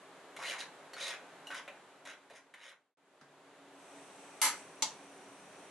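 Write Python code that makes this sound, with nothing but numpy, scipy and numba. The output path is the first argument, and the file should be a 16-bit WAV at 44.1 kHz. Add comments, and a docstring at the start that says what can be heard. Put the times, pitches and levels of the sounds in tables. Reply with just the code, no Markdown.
"""A small room with a steady, fan-like rush, where two scenes play one after the other.
First a spoon stirs soup in a small metal bowl, tapping and scraping the wall; this fades out.
Then a gas stove fades in: a hand bumps it, the valve opens and gas hisses, the piezo igniter
(a spring hammer that makes a spark) snaps, the burner lights and the knob clicks back.
A limiter, which turns loud moments down, flattens the snap."""
import sys
import numpy as np
from scipy import signal
from scipy.fft import rfft, irfft
from scipy.io import wavfile
from scipy.ndimage import uniform_filter1d
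from numba import njit

SR = 44100
rng = np.random.default_rng(int(sys.argv[2]) if len(sys.argv) > 2 else 0)


def wav_record(signal):
    """Record a signal, one row per channel, as 16-bit PCM in the file named by sys.argv[1]."""
    frames = np.transpose(np.atleast_2d(signal))
    bounded = np.clip(frames, -1, 1)
    # unit amplitude maps onto the largest positive 16-bit level
    quanta = np.round(bounded * 32767).astype(np.int16)
    wavfile.write(sys.argv[1], SR, quanta)


N = 251370
T = np.arange(N) / SR
RING_T = T[:SR // 2]  # time axis for short sounds
HZ = np.fft.rfftfreq(16384, 1 / SR) + 1e-3  # frequency axis for tone curves

# broad tone of the bowl of soup: f/Hz, level/dB
BOWL_TONE = [(120, -61), (200, -18), (286, -15.5), (444, -24.5), (535, -0.5), (968, -18), (1070, -8),
             (2180, 2), (2500, -4), (3890, -5), (4530, -17.5), (5740, -8), (11500, -11.5), (15000, -79),
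             (22000, -120)]
# the bowl's modes, the pitches it rings at: f/Hz, width/Hz, level/dB
BOWL_MODES = [(543.4, 47, -3.5), (930, 250, -5.5), (1576, 160, -6.5), (1743, 54, -11), (2060, 210, -5.5),
              (2285, 88, -4.5), (3010, 25, -4), (4036, 174, -2.5), (4090, 100, -18.5), (5710, 200, -14.5),
              (6380, 76, -21.5)]
# stereo width, what differs between the ears against what they share: f/Hz, level/dB
STEREO_WIDTH = [(100, -24.5), (400, -18.5), (1000, -12), (2200, -8.5), (4000, -2), (8500, 0)]


def amp(db):
    """Turn decibels into a gain."""
    return 10 ** (np.asarray(db) / 20)


def unit(x):
    """Scale to an average power of 1."""
    return x / np.sqrt(np.mean(x ** 2))


def curve(points):
    """A tone curve (gain at each frequency) through points of f/Hz, level/dB."""
    hz, db = np.transpose(points)
    return amp(np.interp(np.log(HZ), np.log(hz), db))


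def peaks(modes):
    """A tone curve with a peak for each row of f/Hz, width/Hz, level/dB."""
    return np.sqrt(sum(amp(db) ** 2 / (1 + ((HZ / hz - hz / HZ) * hz / width) ** 2)
                       for hz, width, db in modes))


def convolve(x, response):
    """Pass x through a response, keeping its length."""
    return signal.fftconvolve(np.atleast_2d(x), np.atleast_2d(response), axes=1)[:, :x.shape[-1]]


def colour(x, tone):
    """Filter x with a tone curve; white noise keeps its level."""
    cepstrum = irfft(np.log(unit(tone) + 1e-6))
    half = len(cepstrum) // 2
    # folding makes the filter ring only after a sound, never before it
    cepstrum[1:half] *= 2
    cepstrum[half + 1:] = 0
    return convolve(x, irfft(np.exp(rfft(cepstrum)))[:half])


@njit
def resonate(x, hz, width_hz):
    """Let through a band around a moving pitch."""
    out, band_state, low_state = np.empty(len(x)), 0., 0.
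    for i in range(len(x)):
        step, damping = np.tan(np.pi * hz[i] / SR), width_hz / hz[i]
        band = (band_state + step * (x[i] - low_state)) / (1 + step * (step + damping))
        band_state = 2 * band - band_state
        low_state += 2 * step * band
        out[i] = damping * band
    return out


def stereo_noise(size):
    """White noise: alike in both ears in the bass, unrelated in the treble."""
    mid, side = rfft(rng.standard_normal((2, size)))
    width = np.interp(np.fft.rfftfreq(size, 1 / SR), HZ, curve(STEREO_WIDTH))
    return irfft(np.array([mid + width * side, mid - width * side]) / np.sqrt(1 + width ** 2), size)


def wander(turns_per_s):
    """A smooth random drift, about 1 in size."""
    hold = int(SR / turns_per_s)
    steps = np.repeat(rng.standard_normal(N // hold + 1), hold)
    return unit(uniform_filter1d(steps, hold)[:N])


def ramp(start_s, length_s):
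    """Rise in a straight line from 0 to 1."""
    return np.clip((T - start_s) / max(length_s, 1e-3), 0, 1)


def decay(t60):
    """Die away by 60 dB in t60 seconds."""
    return np.exp(-np.log(1000) * RING_T / t60)


def add(out, start_s, sound):
    """Mix a sound in at its start time."""
    i = int(start_s * SR)
    out[:, i:i + sound.shape[1]] += sound[:, :N - i]


def echoes():
    """The room's dense echoes; the treble dies first."""
    # time the echoes take to fall by 60 dB: f/Hz, t/s
    echo_times = [(200, 0.34), (900, 0.34), (3000, 0.25), (6500, 0.24), (11000, 0.18)]
    hz, t60s = np.transpose(echo_times)
    size = len(RING_T)
    spectrum, bin_hz = rfft(stereo_noise(size)), np.fft.rfftfreq(size, 1 / SR)
    return sum(irfft(spectrum * np.interp(bin_hz, hz, band), size) * decay(t60)
               for band, t60 in zip(np.eye(len(hz)), t60s))


def room(x, echo_db):
    """Blend the direct sound with its echoes."""
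    tail = echoes()
    echoed = convolve(x, tail / np.sqrt(np.sum(tail ** 2) / 2))
    return (x + amp(echo_db) * echoed) / np.hypot(1, amp(echo_db))


def fan(rush_db, hum_db):
    """A steady rush of air with a wavering fan hum."""
    # tone of the rushing air: f/Hz, level/dB
    rush_tone = [(18, -50), (30, -63.5), (155, -9.5), (243, -11.5), (283, -5), (320, -8), (644, -3),
                 (3870, -19), (5220, -25.5), (7220, -23), (11600, -30), (15100, -76), (22000, -120)]
    # peaks of the hum: f/Hz, width/Hz, level/dB
    hum_peaks = [(279.9, 7.9, -0.5), (393, 56, -5)]
    rush = colour(stereo_noise(N), curve(rush_tone)) * amp(rush_db + .5 * wander(6))
    hum = colour(stereo_noise(N), peaks(hum_peaks) ** 2) * amp(hum_db)
    return rush + hum


def bowl(modes_db=-4):
    """The bowl's tone curve: soup damps it, so it rings only briefly."""
    return unit(curve(BOWL_TONE)) + amp(modes_db) * unit(peaks(BOWL_MODES))


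def swirl(level_db=-66, flutter_db=2):
    """The spoon glides through the soup, dull and soft."""
    muffled = curve([(300, -3), (1500, 5.5), (2400, -10), (4500, -10)])
    return colour(stereo_noise(N), bowl() * muffled) * amp(level_db + flutter_db * wander(8.8))


def taps(chatter_t60=0.092, ring_t60=0.1, ring_width_hz=300, noisy_db=-4, clean_db=-3):
    """The spoon hits the wall with a short chatter and a damped, partly noisy ring."""
    # the spoon's hits: t/s, level/dB, ring f/Hz, ring level/dB, treble level/dB
    hits = [(0.3645, -42, 2150, -9, -6), (0.934, -44.5, 4320, -3, -5), (1.079, -47, 2520, 4, 8),
            (1.143, -51.5, 2476, 8, -8), (1.4694, -49.5, 2839, 6, 4), (1.504, -43, 1490, 2.5, -10),
            (1.545, -44, 1570, -6, -1), (1.678, -40, 2366, -1, -16.5), (2.053, -43.5, 1900, -5, -3),
            (2.299, -48, 1664, -2, -5), (2.539, -36.5, 1680, -7, -10), (2.692, -40, 1900, -6, 0)]
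    out = np.zeros((1, N))
    for start_s, db, hz, ring_db, treble_db in hits:
        brightness = curve([(2500, 0), (5000, treble_db + 2.5)])
        chatter = rng.standard_normal(len(RING_T)) * decay(chatter_t60)
        clean = np.sin(2 * np.pi * hz * RING_T) * decay(ring_t60) * (1 - decay(0.0033))
        noisy = colour(chatter, peaks([(hz, ring_width_hz, 0)]) ** 2)
        ring = amp(clean_db) * clean + amp(noisy_db) * noisy
        knock = colour(chatter, bowl() * brightness)
        add(out, start_s, amp(db) * (knock + amp(ring_db) * ring))
    return room(out, echo_db=-2.5)


def strokes(bite_db=-10.5, lift_db=-11.5, grit_per_db=0.33, octaves_per_db=0.17):
    """Force and tone as each stroke bites, presses, holds and lifts; pressure raises grit and pitch."""
    # drags along the wall: t/s, rise/s, hold/s, release/s, grit level/dB, body level/dB,
    # contact level/dB, contact f/Hz, level/dB
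    drags = [(.39, 0.089, .02, 0.075, -7.5, -4, -1.5, 2880, -40.5),
             (.58, 0.0097, 0.015, 0.032, -2, -2, -1, 3200, -44.5),
             (0.963, 0.048, 0.09, 0.051, -3.5, 0.5, 0, 3790, -44.5),
             (1.503, 0.0042, .03, 0.026, -7, 1, 7.5, 1420, -54.5),
             (1.538, 0.0287, 0.017, 0.018, -3.5, -1.5, 2.5, 3200, -46.5),
             (2.051, 0.028, .015, 0.053, -7.5, 1, -6, 1670, -46.5),
             (2.299, 0.0022, .008, 0.035, -14, -3.5, 4, 710, -51),
             (2.334, 0.025, 0.011, .04, -1, 0, -2, 2040, -53),
             (2.573, 0.065, 0.057, .048, -5, 4, -2, 3040, -45.5)]
    force = np.zeros(N)
    tone = np.ones((4, N)) * np.array(drags[0][4:8])[:, None]
    for start_s, rise, hold, release, grit_db, body_db, contact_db, hz, db in drags:
        begun = T >= start_s
        lifted = ramp(start_s + rise + hold, release)
        press_db = bite_db * (1 - ramp(start_s, rise)) + lift_db * lifted  # 0 at full pressure
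        force += amp(db + press_db) * begun * (lifted < 1)
        pitch = hz * 2 ** (octaves_per_db * press_db)
        stroke_tone = np.broadcast_arrays(grit_db + grit_per_db * press_db, body_db, contact_db, pitch)
        tone = np.where(begun, stroke_tone, tone)
    return force, *tone


def scraping(slips_per_s=5000, scatter_db=3, modes_db=-4, wander_db=4, contact_width_hz=650.):
    """The spoon sticks and slips on the wall; each tiny slip shakes the bowl."""
    # fine rasp of metal on metal: f/Hz, level/dB
    grit_tone = [(3800, -28), (5000, 8.5), (6500, 8.5), (8000, -3.5), (9700, 5), (11500, -16.5)]
    force, grit_db, body_db, contact_db, pitch = strokes()
    slips = (rng.random(N) < slips_per_s / SR) * rng.choice([-1, 1], N)
    slips = unit(slips * amp(scatter_db * wander(500)))
    body = colour(slips, curve(BOWL_TONE) * curve([(4300, 3), (5500, -25)]))
    modes = 0
    for hz, width, db in BOWL_MODES:
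        gain = amp(db + wander_db * wander(14))  # each place on the wall favours other modes
        bent_hz = hz * (1 + 0.0059 * wander(10))  # swirling soup bends their pitch
        modes += gain * resonate(slips, bent_hz, float(width))
    # hard metal drives the upper modes more than the low ones
    modes = colour(unit(modes), curve([(1700, -5), (2400, 0.002)]))
    contact = unit(resonate(resonate(slips, pitch, contact_width_hz), pitch, contact_width_hz))
    grit = colour(slips, curve(grit_tone))
    scrape = amp(body_db) * body + amp(modes_db) * modes + amp(contact_db) * contact + amp(grit_db) * grit
    return room(force * scrape, echo_db=-1)


def clack(tone, modes, crack_db, crack_t60, ring_db, ring_t60):
    """A blow on the stove: a crack, the room's echoes and ringing sheet metal."""
    crack = amp(crack_db) * stereo_noise(len(RING_T)) * decay(crack_t60)
    ring = 0
    for hz, db in modes:
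        # higher modes die sooner and reach the two ears further out of step
        phase = 2 * np.pi * rng.random()
        ear_shift = np.interp(hz, HZ, curve(STEREO_WIDTH)) * rng.choice([-.7, .7])
        wave = np.sin(2 * np.pi * hz * RING_T + phase + ear_shift * np.array([[1], [-1]]))
        ring += amp(db) * wave * decay(ring_t60 / (1 + hz / 25000))
    return colour(crack + echoes(), tone) + amp(ring_db) * ring * (1 - decay(0.005))


def knob(body_db=-3):
    """The hand bumps the stove, fires the igniter and lets the knob spring back."""
    # tone of the igniter's hammer: f/Hz, level/dB
    hammer_tone = [(71, -51), (120, -64), (295, -4.5), (416, -26), (576, -6), (684, -28), (861, -8),
                   (1100, -28), (1240, -8), (1620, -4), (2070, -9), (2760, -7.5), (5500, -9), (5940, -9),
                   (11600, 3), (15100, -53), (22000, -120)]
    # clusters of sheet-metal modes: f/Hz, width/Hz, level/dB
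    stove_body = [(930, 91, -4), (1290, 72, -11), (2070, 89, -1), (2980, 72, -3.5), (3360, 49, -19),
                  (4440, 540, -5.5), (6040, 180, -0.5), (7420, 160, 1)]
    # ring of the sheet metal: f/Hz, level/dB
    stove_modes = [(830, -6), (883, -2), (974, -3), (1040, -5), (1220, -4), (1265, -3), (1317, -5),
                   (1707, -9), (2071, 0), (2156, -5), (2278, -6), (3365, -7), (4136, -9), (4434, -8),
                   (5729, -7), (6012, -5), (6045, -6), (7500, -9), (8867, -8), (10933, -6), (11051, -6)]
    # tone of the knob springing back: f/Hz, level/dB
    click_tone = [(88, -36), (150, -40), (294, -12), (431, -32), (546, -14.5), (800, -12), (876, -3.5),
                  (1460, -18), (2220, -13.5), (2560, -15), (2760, -10.5), (4590, -5), (4930, -11),
                  (6030, -2), (11600, -20), (15100, -50), (22000, -120)]
    # ring after that click: f/Hz, level/dB
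    click_modes = [(880, -4), (2160, -8), (2751, -8), (3320, -5), (4030, -7), (4710, -5), (6060, -2),
                   (6975, -4), (7100, -4), (7495, -4)]
    bump_tone = curve([(70, -40), (150, 9), (500, -5), (1600, 4), (2600, -11), (5000, -7), (11000, -24)])
    bump_modes = [(143, -4.5), (1600, -5.5)]
    snap_tone = np.hypot(unit(curve(hammer_tone)), amp(body_db) * unit(peaks(stove_body)))
    bump = clack(bump_tone, bump_modes, crack_db=4.5, crack_t60=.04, ring_db=-3.5, ring_t60=0.69)
    snap = clack(snap_tone, stove_modes, crack_db=5.5, crack_t60=0.069, ring_db=-10, ring_t60=0.23)
    click = clack(curve(click_tone), click_modes, crack_db=8, crack_t60=.061, ring_db=-.5, ring_t60=.14)
    out = np.zeros((2, N))
    add(out, 3.212, amp(-50) * bump)
    add(out, 4.4155, amp(-13.5) * snap)
    add(out, 4.8223, amp(-30) * click)
    return out


def burner(valve_s=3.7, valve_lag_s=0.12, ignite_s=4.43, gas_db=-62.5, flame_db=-72):
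    """Gas whistles through the jet and mixing tube; the flame catches, flares and flutters low."""
    # whistles of the jet before lighting: f/Hz, width/Hz, level/dB
    cold_jet = [(5800, 89, 1), (6150, 70, -1), (7800, 74, 11), (8380, 130, 10), (8970, 70, 9),
                (11000, 180, -1)]
    # its shifted whistles once lit: f/Hz, width/Hz, level/dB
    lit_jet = [(5770, 23, -1), (6030, 27, -8), (8330, 110, -5), (9150, 29, 1), (9440, 46, -7),
               (10900, 190, -18)]
    treble = curve([(3500, -35), (5500, -9)])
    rush_tone = curve([(4000, -26), (6000, -3), (7000, -10), (8600, -12), (10200, -10), (13000, -50)])
    tube_tone = peaks([(2460, 620, 0)]) ** 2
    gas_tone = amp(-1) * unit(rush_tone) + amp(-2) * unit(tube_tone)
    cold, hot = (colour(stereo_noise(N), unit(peaks(jet) * treble) + gas_tone)
                 for jet in (cold_jet, lit_jet))
    hot_share = ramp(4.55, .2)
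    gas = np.sqrt(1 - hot_share) * cold + np.sqrt(hot_share) * amp(-2.5) * hot
    flow = 1 - np.exp(-np.maximum(T - valve_s, 0) / valve_lag_s)
    alight = ramp(ignite_s, .07)
    flare = alight * (1 - ramp(ignite_s + 0.15, 0.11))  # hiss and flame swell, then settle
    hiss = gas * flow * amp(gas_db + 7.5 * flare + 0.24 * wander(17))
    flame_tone = curve([(40, -23), (100, -7.5), (180, 6), (300, -6), (900, -37), (4000, -54)])
    flame = colour(stereo_noise(N), flame_tone) * alight
    return hiss + flame * amp(flame_db + 3.5 * flare + 1.2 * wander(15))


def scene(stove_s=2.972, entry_gain=.11):
    """The stirring fades to silence; then the stove, nearer the fan, enters softly and grows."""
    stirring = scraping() + taps() + swirl() + fan(rush_db=-56, hum_db=-67)
    lighting = knob() + burner() + fan(rush_db=-55.5, hum_db=-63.5)
    fade_out = (1 - ramp(start_s=1.406, length_s=1.55)) ** 1.003
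    fade_in = (T >= stove_s) * (entry_gain + (1 - entry_gain) * ramp(stove_s, length_s=1))
    return stirring * fade_out + lighting * fade_in


def record(dry, limit_db=-25.5, window_s=0.0043, top_hz=11700):
    """A fast limiter holds loud moments down; a steep filter removes the highest treble."""
    power = uniform_filter1d(np.mean(dry ** 2, axis=0), int(window_s * SR))
    limited = dry / (1 + (power / amp(limit_db) ** 2) ** 2) ** (1 / 4)
    return signal.sosfilt(signal.ellip(10, .2, 75, top_hz, fs=SR, output="sos"), limited)


dry = scene()
out = record(dry)
wav_record(out)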